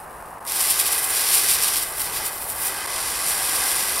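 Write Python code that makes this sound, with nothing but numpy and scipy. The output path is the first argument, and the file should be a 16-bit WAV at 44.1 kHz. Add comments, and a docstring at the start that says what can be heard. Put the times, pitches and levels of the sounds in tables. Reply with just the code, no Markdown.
"""First a faint crackle: the fuse of a small ground spinner, on a ledge outdoors, close to the microphone.
The charge catches and a gas jet hisses and spits sparks, swishing each time the nozzle swings past.
Then the spin stalls and the jet fizzes on steadily, straight ahead.
Behind it lie a wide, distant roar and the low rumble of light wind."""
import sys
import numpy as np
from scipy import signal
from scipy.fft import rfft, irfft
from scipy.io import wavfile

SR = 44100
rng = np.random.default_rng(int(sys.argv[2]) if len(sys.argv) > 2 else 0)


def int16_out(signal):
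    """Quantize to a 16-bit WAV file."""
    q = np.round(np.clip(np.atleast_2d(signal).T, -1, 1) * 32767)
    wavfile.write(sys.argv[1], SR, q.astype(np.int16))


N = 176400
TIME = np.arange(N) / SR


# The jet at close range, between swings: t/s, fizz level/dB, hiss level/dB
JET_LEVEL = [(.43,-40,-64), (.475,-30,-35.5), (.58,-25,-31), (.7,-26,-30.5), (.92,-28,-32.5),
             (1.08,-27,-36.5), (1.14,-27.5,-31), (1.33,-22,-27.5), (1.6,-27,-29.5), (1.78,-29.5,-32.5),
             (1.91,-35,-43.5), (2.2,-34,-35.5), (2.29,-37,-41.5), (2.34,-35,-42.5), (2.47,-38,-48),
             (2.69,-33.5,-38.5), (2.79,-34,-38.5), (3.0,-28,-33), (3.3,-26,-32.5), (3.68,-23.5,-29.5),
             (4,-26.5,-31.5)]
# The nozzle swings past the microphone: t/s, rise in fizz level/dB, half length/s
NOZZLE_SWINGS = [(.613,4.5,.017), (.657,4,.015), (.706,8.5,.021), (.802,8,.019), (.872,6.5,.015),
                 (.932,6.5,.02), (.985,6.5,.012), (1.043,5.5,.009), (1.109,6,.009), (1.164,3,.03),
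                 (1.215,4,.009), (1.359,5,.033), (1.507,7,.028), (1.548,5.5,.02), (1.637,8.5,.02),
                 (1.678,6.5,.02), (1.765,6.5,.05), (1.832,5.6,.01), (2.012,8,.035), (2.06,3.5,.015),
                 (2.162,6,.036), (2.266,11,.023), (2.428,4.7,.013), (2.504,8.5,.02), (2.625,6.5,.04),
                 (2.672,7,.026), (3.295,4.5,.035)]
# Colour of the hiss: f/Hz, relative level/dB
HISS_COLOUR = [(1400, -16.5), (2300, -2), (2900, -2), (3400, -1), (4000, -1.5), (4600, 1.5), (5600, 2.5),
               (6100, -1), (6500, -10), (7200, -3), (9000, -26.5)]

def jet():
    """The gas jet sputters as it burns unevenly, louder and brighter whenever the nozzle swings past."""
    fizz_db, hiss_db = in_time(JET_LEVEL)
    swing_db = sum(db * bump(s, half) for s, db, half in NOZZLE_SWINGS)
    sputter = drift(per_s=240)
    flutter_db = .5 * drift(per_s=70)
    fizz_gain = from_db(fizz_db + .28 + swing_db + flutter_db + 1.5 * sputter)
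    hiss_gain = from_db(hiss_db + .74 + .62 * swing_db + flutter_db + 1.35 * sputter)
    return fizz_gain * fizz() + hiss_gain * noise(HISS_COLOUR) + spray(swing_db)


# Colour of the fizz: f/Hz, relative level/dB
FIZZ_COLOUR = [(5500, -29), (6700, -15), (7300, -6.5), (8150, -6), (8800, -1.5), (9500, 1.5), (10400, -3.5),
               (11200, -1.5), (12000, -3), (12750, -9.5), (13700, -10), (14700, -13), (15700, -17)]
# Lift or cut of its topmost treble: t/s, level/dB
SHEEN_LEVEL = [(.5, 3), (1.7, 2), (2.0, 4.5), (2.6, 8), (2.85, -3), (3.4, -0.5), (4, 1.5)]

def fizz(sheen_hz=12000):
    """Thin noise of the nozzle, duller at the very top once the spin stalls."""
    sheen_db, = in_time(SHEEN_LEVEL)
    thin = noise(FIZZ_COLOUR)
    top = signal.sosfiltfilt(signal.butter(4, sheen_hz, "high", fs=SR, output="sos"), thin)
    return thin + (from_db(sheen_db) - 1) * top


# The low rush with its hollow colour: t/s, relative level/dB
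RUSH_LEVEL = [(.45, -39), (.6, -32), (1.0, -30), (1.7, -30.5), (1.95, -36), (2.25, -32.5), (2.45, -41.5),
              (2.7, -30.5), (3.1, -32.5), (3.65, -28), (4, -31.5)]
# Hollow colouring of the sound, as from a nearby wall or the microphone:
# f/Hz, width of each filter pass/Hz, relative level/dB
HOLLOW_PEAKS = [(429, 147, -11), (779, 124, -1), (1128, 190, 0), (1599, 223, 1), (2010, 213, 1.5),
                (2500, 185, -3), (3070, 88, -3), (3636, 57, -5), (4065, 120, -10.5)]
# Colour of the low rush: f/Hz, relative level/dB
RUSH_COLOUR = [(120, -31.5), (260, -9.5), (380, -1.5), (600, -5), (1000, -2.5), (1500, -3), (2500, -22.5)]

def low_rush():
    """Under the hiss, a low rush with a hollow colour."""
    level_db, = in_time(RUSH_LEVEL)
    hollow = np.zeros(N)
    for hz, width, db in HOLLOW_PEAKS:
        band = resonance(rng.standard_normal(N), hz, width)
        hollow += from_db(db) * resonance(band, hz, width)
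    return from_db(level_db) * (from_db(-3.5) * rms_one(hollow) + from_db(-8) * noise(RUSH_COLOUR))


# The spray of sparks, between swings: t/s, level/dB
SPRAY_LEVEL = [(.45, -44), (.52, -40), (.9, -35), (1.4, -32), (1.9, -38), (2.4, -38.5), (2.7, -38),
               (3.1, -41), (3.4, -41), (4, -44)]

def spray(swing_db):
    """The jet spits a dense spray of sparks that swells with each swing."""
    level_db, = in_time(SPRAY_LEVEL)
    return from_db(level_db + .5 * swing_db) * crackle(per_s=1500, spread_db=3.8)


# Colour of a spark, close up: f/Hz, relative level/dB
SPARK_COLOUR = [(1000, -18), (2500, -8.5), (5500, -7), (6500, -13), (7500, -5), (9500, 3.5), (11800, 2),
                (13000, -6), (15700, -4.5)]

def crackle(per_s, spread_db):
    """Sparks burst at random, most small and a few large; rms 1."""
    sizes = from_db(spread_db * np.minimum(rng.exponential(1, N), 3.5))
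    signs = rng.choice([-1, 1], N)
    bursts = rng.random(N) < per_s / SR
    return rms_one(coloured(sizes * signs * bursts, SPARK_COLOUR))


# Single loud sparks at the microphone: t/s, peak level/dB
LOUD_SPARKS = [(.452, -15), (.467, -14), (.503, -14), (.5214, -1), (1.069, -11), (1.354, -7), (1.834, -5),
               (1.997, -7), (2.02, -6), (2.057, -8), (2.424, -9), (2.65, -7), (2.667, -7), (2.722, -10),
               (2.777, -11), (3.121, -8), (3.157, -9)]

def pops():
    """Single large sparks snap."""
    s, db = np.transpose(LOUD_SPARKS)
    clicks = np.zeros(N)
    clicks[(s * SR).astype(int)] = from_db(db)
    unit_peak = np.abs(coloured(signal.unit_impulse(N), SPARK_COLOUR)).max()
    return coloured(clicks, SPARK_COLOUR) / unit_peak


# The fuse, faint even this close: t/s, relative level/dB
FUSE_LEVEL = [(0, -46.5), (.07, -57), (.14, -51.5), (.29, -53), (.36, -56), (.45, -53), (.55, -75)]

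def fuse():
    """The fuse fizzes and ticks until the charge catches."""
    level_db, = in_time(FUSE_LEVEL)
    ticks = from_db(1) * crackle(per_s=400, spread_db=2.5)
    fizzle = from_db(.5) * noise(SPARK_COLOUR)
    return from_db(level_db) * (ticks + fizzle)


# Colour of the roar, far off: f/Hz, relative level/dB
ROAR_COLOUR = [(100, -17), (150, -9), (250, -14.5), (420, -10), (600, -6), (790, -2), (1100, -3),
               (1500, -11), (1850, -13.5), (2200, -21.5), (2800, -23), (3400, -41.5), (7000, -38.5)]
# Further shaping of its stereo side signal: f/Hz, level/dB
ROAR_WIDTH = [(40, -33), (100, -32), (200, -28.5), (380, -13), (700, -10.5), (1290, -3), (2400, -19.5),
              (4400, -17.5), (8000, -22.5)]
# Course of the roar: t/s, mid level/dB, side level before that shaping/dB
ROAR_LEVEL = [(0, -38.5, -39.5), (.45, -38.5, -42.5), (1.0, -40.5, -44), (1.9, -39, -39),
              (2.22, -36.5, -41.5), (2.36, -39, -39), (2.48, -36.5, -40), (2.6, -38, -41.5),
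              (4, -37.5, -43)]

def distant_roar():
    """A roar from far away spreads to the left and right of the microphone."""
    mid_db, side_db = in_time(ROAR_LEVEL)
    side = from_db(side_db) * coloured(noise(ROAR_COLOUR), ROAR_WIDTH)
    mid = from_db(mid_db) * noise(ROAR_COLOUR)
    return np.array([mid + side, mid - side])


# Colour of the wind: f/Hz, relative level/dB
WIND_COLOUR = [(20, -11), (36, -1.5), (50, 3), (64, 5.5), (80, -5.5), (102, 0), (135, -11.5), (250, -28)]
# Wind at the microphone: t/s, level/dB
WIND_LEVEL = [(.2, -53.5), (.7, -51.5), (2, -48.5), (4, -49.5)]

def wind():
    """Light wind rumbles low under everything."""
    level_db, = in_time(WIND_LEVEL)
    return from_db(level_db) * noise(WIND_COLOUR)


def from_db(db):
    """Decibels to gain."""
    return 10 ** (np.asarray(db) / 20)


def rms_one(x):
    """Scale to unit rms."""
    return x / np.sqrt(np.mean(x ** 2) + 1e-20)


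def in_time(rows):
    """One curve for each column of a table of times."""
    s, *columns = np.transpose(rows)
    return [np.interp(TIME, s, c) for c in columns]


def bump(at_s, half_s):
    """A bell curve in time, of height 1."""
    return np.exp(-((TIME - at_s) / half_s) ** 2)


def coloured(x, spectrum):
    """Causal (minimum-phase) filter with the given response: f/Hz, level/dB."""
    hz, db = np.transpose(spectrum)
    grid = np.maximum(np.fft.rfftfreq(2 * N, 1 / SR), 1)
    gain = from_db(np.interp(np.log(grid), np.log(hz), db))
    cepstrum = irfft(np.log(gain))
    cepstrum[1:N] *= 2
    cepstrum[N + 1:] = 0
    return irfft(rfft(x, 2 * N) * np.exp(rfft(cepstrum)))[:N]


def noise(spectrum):
    """Turbulence of the given colour; rms 1."""
    return rms_one(coloured(rng.standard_normal(N), spectrum))


def drift(per_s):
    """Smooth chance that changes about per_s times a second; rms 1."""
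    r = np.exp(-2 * np.pi * per_s / SR)
    return rms_one(signal.lfilter([1], [1, -2 * r, r * r], rng.standard_normal(N + SR))[SR:])


def resonance(x, hz, width_hz):
    """Two-pole resonance with gain 1 on top."""
    r = np.exp(-np.pi * width_hz / SR)
    feedback = [1, -2 * r * np.cos(2 * np.pi * hz / SR), r * r]
    return signal.lfilter(np.array([1, 0, -1]) * (1 - r * r) / 2, feedback, x)


def scene():
    """The firework close by and straight ahead, the open air around it."""
    ignition_s, catch_s = .442, .04
    alight = np.clip((TIME - ignition_s) / catch_s, 0, 1)
    return fuse() + alight * (jet() + low_rush()) + pops() + distant_roar() + wind()


# Brief dips in level: t/s, depth (0-1), half length/s
LEVEL_DIPS = [(0.399, 0.88, 0.0044), (2.868, 1, 0.0029)]

def record(dry):
    """The level dips briefly twice; the highest treble is cut."""
    cutoff_hz = 15780
    gain = np.prod([1 - depth * bump(s, half) for s, depth, half in LEVEL_DIPS], axis=0)
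    lowpass = signal.firwin(601, cutoff_hz, window="blackman", fs=SR)
    return signal.fftconvolve(dry * gain, lowpass[None], "same", axes=1)


dry = scene()
out = record(dry)
int16_out(out)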